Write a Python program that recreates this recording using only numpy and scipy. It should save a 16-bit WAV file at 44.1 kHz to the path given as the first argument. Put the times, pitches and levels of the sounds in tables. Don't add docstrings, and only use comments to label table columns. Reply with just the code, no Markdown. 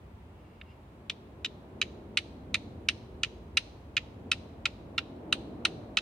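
import sys
import numpy as np
from scipy import signal
from scipy.fft import rfft, irfft
from scipy.io import wavfile
from scipy.ndimage import uniform_filter1d

SR = 44100
rng = np.random.default_rng(int(sys.argv[2]) if len(sys.argv) > 2 else 0)


def bounce(signal):
    frames = np.transpose(np.atleast_2d(signal))
    limited = np.clip(frames, -1, 1)
    pcm = np.round(limited * 32767).astype(np.int16)
    wavfile.write(sys.argv[1], SR, pcm)


N = 265041

# (pitch [Hz], width [Hz], level [dB], left minus right [dB])
METAL_MODES = [(1356, 190, -14, 0), (1848, 87, -13.5, -14.5), (2554, 500, 0.5, -2.5),
               (2770, 370, -0.5, -2.7), (3540, 330, -0.5, 1), (4784, 180, -13, 11), (6013, 240, -13.5, 5.5),
               (6320, 240, -26.5, 17), (8840, 510, -38, 12), (11900, 4100, -39, -1.5)]


def striker():
    # (time [s], length [s], bite [dB], drag [dB],
    # slip-off [dB], chatter [Hz], main ring [Hz], upper ring [dB], crackle [dB])
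    strokes = [(1.097, 0.0082, -27.5, -42, -30.5, 2527, 2660, 5.5, -72),
               (1.446, 0.018, -25.5, -32.5, -36, 3864, 2800, 1.5, -73),
               (1.8145, .014, -19.5, -26, -52.5, 2315, 2800, -1.5, -62.5),
               (2.1719, 0.018, -17, -29.5, -37, 2184, 2710, 0, -56),
               (2.5426, 0.014, -19, -27, -34, 2445, 2490, 2.5, -57.5),
               (2.8862, 0.013, -16, -28.5, -37.5, 2770, 2720, 0.5, -55),
               (3.2324, 0.018, -18.5, -33.5, -28, 2406, 2760, -2, -60.5),
               (3.5708, 0.012, -16, -23.5, -22.5, 2883, 2660, 0, -54.5),
               (3.967, 0.015, -20.5, -26, -23, 2440, 2650, -1, -73),
               (4.3153, .02, -17.5, -31, -39, 2600, 2740, 0.5, -53),
               (4.655, .011, -20, -26.5, -29, 2478, 2630, 3, -64.5),
               (4.9796, .014, -20, -31, -32, 2736, 2720, 2.5, -74),
               (5.3252, 0.0068, -17.5, -21, -34.5, 2660, 2870, 3.5, -54),
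               (5.6509, 0.0092, -17, -21, -35, 2718, 2800, 2, -53.5),
               (5.9704, 0.02, -18, -29, -26, 2630, 2810, 1.5, -64)]
    out = np.zeros((2, N))
    for s, length_s, bite_db, drag_db, slip_db, chatter_hz, main_hz, upper_db, crackle_db in strokes:
        modes = gripped_modes(s, main_hz, bite_db, upper_db, crackle_db)
        left, right = band(stroke(length_s, bite_db, drag_db, slip_db, chatter_hz, modes), 920, 21000)
        scrape = np.array([left, np.roll(right, 1)]) + crackle(crackle_db)
        add(out, scrape, s)
        add(out, after_ring(pressed_hz(3920, bite_db, stiffening=0.12), bite_db - 48), s + length_s)
        add(out, forest(scrape, near_db=-9, near_t60=0.074, far_db=-25.5, far_t60=0.67), s)
    return out


def stroke(length_s, bite_db, drag_db, slip_db, chatter_hz, modes):
    t = np.arange(4096) / SR
    bite = np.exp(-(t / 0.0035) ** 4) * np.clip(0.39 + t / 0.0036, 0, 1)
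    bite *= chips(t, rate_hz=2400, grit=0.55)
    bite[0] += 3.5
    drag = np.clip(t / 0.0042, 0, 1) * np.clip((length_s - t) / 0.001, 0, 1)
    pressure = undb(2.3 * unit(uniform_filter1d(rng.standard_normal(len(t)), size=110)))
    slip = np.exp(-((t - length_s + 0.0038) / 0.00029) ** 2)
    friction = chatter(t, chatter_hz)
    sliding = modes.copy()
    sliding[:, 2] -= 6.3 * np.abs(np.log2(modes[:, 0] / chatter_hz))
    return (metal(bite, modes, 0.0036) * undb(bite_db - 5.5)
            + metal(drag * pressure * friction, sliding, max(length_s - .006, .001)) * undb(drag_db - 4.5)
            + metal(slip * friction, sliding, 0.0031) * undb(slip_db - 7.5))


def chips(t, rate_hz, grit):
    tears = np.zeros(len(t))
    gaps, sizes = rng.random((400, 2)).T
    at = (np.cumsum(.5 + gaps) * SR / rate_hz).astype(int)
    inside = at < len(t)
    np.add.at(tears, at[inside], .5 + sizes[inside])
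    return unit(tears) + grit * rng.standard_normal(len(t))


def chatter(t, hz):
    cycles = np.cumsum(hz * (1 + .16 * rng.standard_normal(len(t)))) / SR
    slips = np.diff(np.floor(cycles), prepend=0) * undb(2.1 * rng.standard_normal(len(t)))
    return unit(slips) + .7 * rng.standard_normal(len(t))


def metal(force, modes, contact_s):
    out = 0
    for hz, width_hz, db, pan_db in modes:
        mode = ring(band(force, hz / 1.096, hz * 1.1, order=1), hz, width_hz)
        out = out + unit(mode) * undb(db + np.array([[pan_db], [-pan_db]]) / 2)
    return out * np.sqrt(contact_s * SR / len(force))


def gripped_modes(s, main_hz, bite_db, upper_db, crackle_db):
    # (time [s], low ring boost [dB], treble boost [dB])
    grip = [(1.1, 4, 2), (2.2, 2.5, 0), (3.6, 4, 2.5), (4.3, 7.5, 1), (5.0, 10.5, -2), (5.97, 9, 1.3)]
    times, low_db, treble_db = np.transpose(grip)
    modes = np.array(METAL_MODES, float)
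    hz, db = modes[:, 0], modes[:, 2]
    low, main, upper, treble = 0, slice(2, 4), 4, slice(5, None)
    hz[main] *= main_hz / hz[main].mean()
    hz[upper] = pressed_hz(3718, bite_db, stiffening=0.068)
    db[low] += np.interp(s, times, low_db)
    db[upper] += upper_db
    db[treble] += np.interp(s, times, treble_db) + 0.14 * (crackle_db + 60.5)
    return modes


def pressed_hz(hz, bite_db, stiffening, usual_bite_db=-19):
    return hz * undb(bite_db - usual_bite_db) ** stiffening


def crackle(db):
    # (frequency [Hz], level [dB])
    snap_eq = [(4000, -11.5), (7400, 6), (8800, 26), (9800, 5), (11000, 0.5), (12200, 0.5), (13500, -5.5),
               (15000, -2.5), (17000, -9)]
    t = np.arange(4096) / SR
    snaps = rng.standard_normal((2, len(t))) * undb(3.9 * rng.exponential(size=len(t)))
    envelope = np.clip(t / 0.0025, 0, 1) * (np.exp(-t / 0.0026) + .04 * np.exp(-t / 0.004))
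    return unit(colour(snaps, snap_eq) * envelope) * undb(db + np.array([[5.5], [-0.5]]))


def after_ring(hz, db, t60=0.7):
    t = np.arange(SR) / SR
    tone = unit(ring(rng.standard_normal((2, SR)), hz, width_hz=90))
    return tone * undb(db - 60 * t / t60)


def touch(at_s=0.6135, contact_s=0.0023):
    # (frequency [Hz], level [dB])
    tick_eq = [(600, -20), (1400, 6.5), (2600, 0), (4000, -3.5), (5500, -17), (12000, -25)]
    t = np.arange(4096) / SR
    force = np.exp(-t / contact_s) * rng.standard_normal(len(t))
    out = np.zeros((2, N))
    add(out, metal(force, METAL_MODES, contact_s) * undb(-44.5), at_s)
    return colour(out, tick_eq)


def rub():
    # (time [s], level [dB])
    envelope = [(0, -96), (.3, -85), (.4, -74.5), (0.599, -73.5), (.66, -74), (.71, -65), (.78, -85),
                (1.05, -100)]
    # (pitch [Hz], width [Hz], level [dB], left minus right [dB])
    light_modes = [(2280, 500, -3, -8), (2698, 230, -1, 2.5), (3900, 300, -16, 2.5), (4940, 100, -15, -3)]
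    level_db = curve(envelope) + 1.8 * walk(rate_hz=26)
    return metal(rng.standard_normal(N), light_modes, N / SR) * undb(level_db)


def forest(x, near_db, near_t60, far_db, far_t60):
    # (frequency [Hz], level [dB])
    trunk_eq = [(500, -9), (1400, -3.5), (2600, -6.5), (4200, 0.5), (6500, 1), (9000, -3), (15000, -4)]
    t = np.arange(SR) / SR
    near = unit(rng.standard_normal((2, SR)) * np.clip(t / 0.0052, 0, 1) * undb(-60 * t / near_t60))
    echoes = rng.standard_normal((2, SR)) * undb(1.6 * rng.exponential(size=(2, SR)))
    far = unit(colour(echoes, trunk_eq) * np.clip(t / 0.017, 0, 1) * undb(-60 * t / far_t60))
    response = (undb(near_db) * near + undb(far_db) * far) / np.sqrt(SR)
    power = np.mean(np.abs(rfft(x, SR)) ** 2, axis=0)
    blurred = np.sqrt(np.abs(uniform_filter1d(uniform_filter1d(power, size=700), size=500)))
    return irfft(rfft(response) * blurred, SR) * (1 - t ** 2)


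def roar():
    # (frequency [Hz], level [dB])
    roar_eq = [(20, -29), (35, -23.5), (55, -2.5), (72, 0.5), (110, -2.5), (150, -6), (215, -3), (300, -7),
               (440, -9.5), (610, -8.5), (760, -13.5), (1200, -26.5), (2000, -37), (4000, -50)]
    # (time [s], level [dB])
    swell = [(0, -54), (.85, -56), (1.25, -51.5), (2.0, -47), (2.3, -49.5), (2.55, -47), (3.35, -49.5),
             (3.8, -52.5), (4.27, -47.5), (4.75, -49), (5.28, -43), (5.7, -43), (6.01, -49)]
    # (time [s], level [dB])
    rumble = [(0, -53), (1.85, -53.5), (2.7, -47), (3.6, -50.5), (4.4, -48), (5.2, -51.5), (6.01, -50)]
    # (low edge [Hz], high edge [Hz], usual level [dB], swell depth [dB/dB], drift [dB/s])
    rush_bands = [(129, 262, -54.5, 0.99, -0.37), (264, 491, -56.5, 1.0, 0), (476, 3400, -57.5, 0.77, .5)]
    t = np.arange(N) / SR
    swell_db = curve(swell) + 49.5
    out = unit(band(diffuse(roar_eq), 20, 130, order=4)) * undb(curve(rumble))
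    for lo_hz, hi_hz, db, depth, drift in rush_bands:
        level_db = db + depth * swell_db + drift * (t - t.mean()) + walk(rate_hz=7)
        out += unit(band(diffuse(roar_eq), lo_hz, hi_hz, order=4)) * undb(level_db)
    return out + hollow(width_hz=126) * undb(-56.5 + 1.57 * swell_db)


def hollow(width_hz):
    # (time [s], centre [Hz])
    glide = [(0, 340), (1.85, 365.2), (2.6, 270), (3.25, 379.7), (4.2, 230.1), (5.3, 279.8), (6.01, 284.6)]
    phase = 2 * np.pi * np.cumsum(curve(glide)) / SR
    lowpass = signal.butter(2, width_hz / 2, fs=SR, output="sos")
    flutter = signal.sosfilt(lowpass, rng.standard_normal((2, N)))
    return unit(flutter[0] * np.cos(phase) + flutter[1] * np.sin(phase))


def night_air():
    # (frequency [Hz], level [dB])
    air_eq = [(400, -26), (900, 7.5), (1500, -4.5), (2500, -7), (3500, -12.5), (5500, -22.5),
              (10000, -24.5), (16000, -28)]
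    return unit(diffuse(air_eq)) * undb(-63)


def diffuse(eq):
    mid, side = colour(rng.standard_normal((2, N)), eq)
    side = colour(side, [(70, -26.5), (170, -16.5), (350, -10.5), (700, -4.5), (1400, 1)])
    return mid + side * np.array([[1], [-1]])


def undb(db):
    return 10 ** (np.asarray(db) / 20)


def unit(x):
    return x / np.sqrt(np.mean(x ** 2) + 1e-20)


def colour(x, eq):
    hz, db = np.transpose(eq)
    f = np.maximum(np.fft.rfftfreq(x.shape[-1], 1 / SR), 1)
    return irfft(rfft(x) * undb(np.interp(np.log(f), np.log(hz), db)), x.shape[-1])


def band(x, lo_hz, hi_hz, order=2):
    return signal.sosfilt(signal.butter(order, [lo_hz, hi_hz], "band", fs=SR, output="sos"), x)


def ring(x, hz, width_hz):
    return signal.lfilter(*signal.iirpeak(hz, hz / width_hz, fs=SR), x)


def curve(points):
    return np.interp(np.arange(N) / SR, *np.transpose(points))


def walk(rate_hz):
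    step = int(SR / rate_hz)
    return uniform_filter1d(np.repeat(rng.standard_normal(N // step + 2), step), step)[:N]


def add(out, x, at_s):
    start = int(at_s * SR)
    out[:, start:start + x.shape[1]] += x[:, :max(N - start, 0)]


def scene():
    return rub() + touch() + striker() + roar() + night_air()


def record(dry):
    return signal.sosfilt(signal.ellip(8, .2, 70, 16000, fs=SR, output="sos"), dry)


dry = scene()
out = record(dry)
bounce(out)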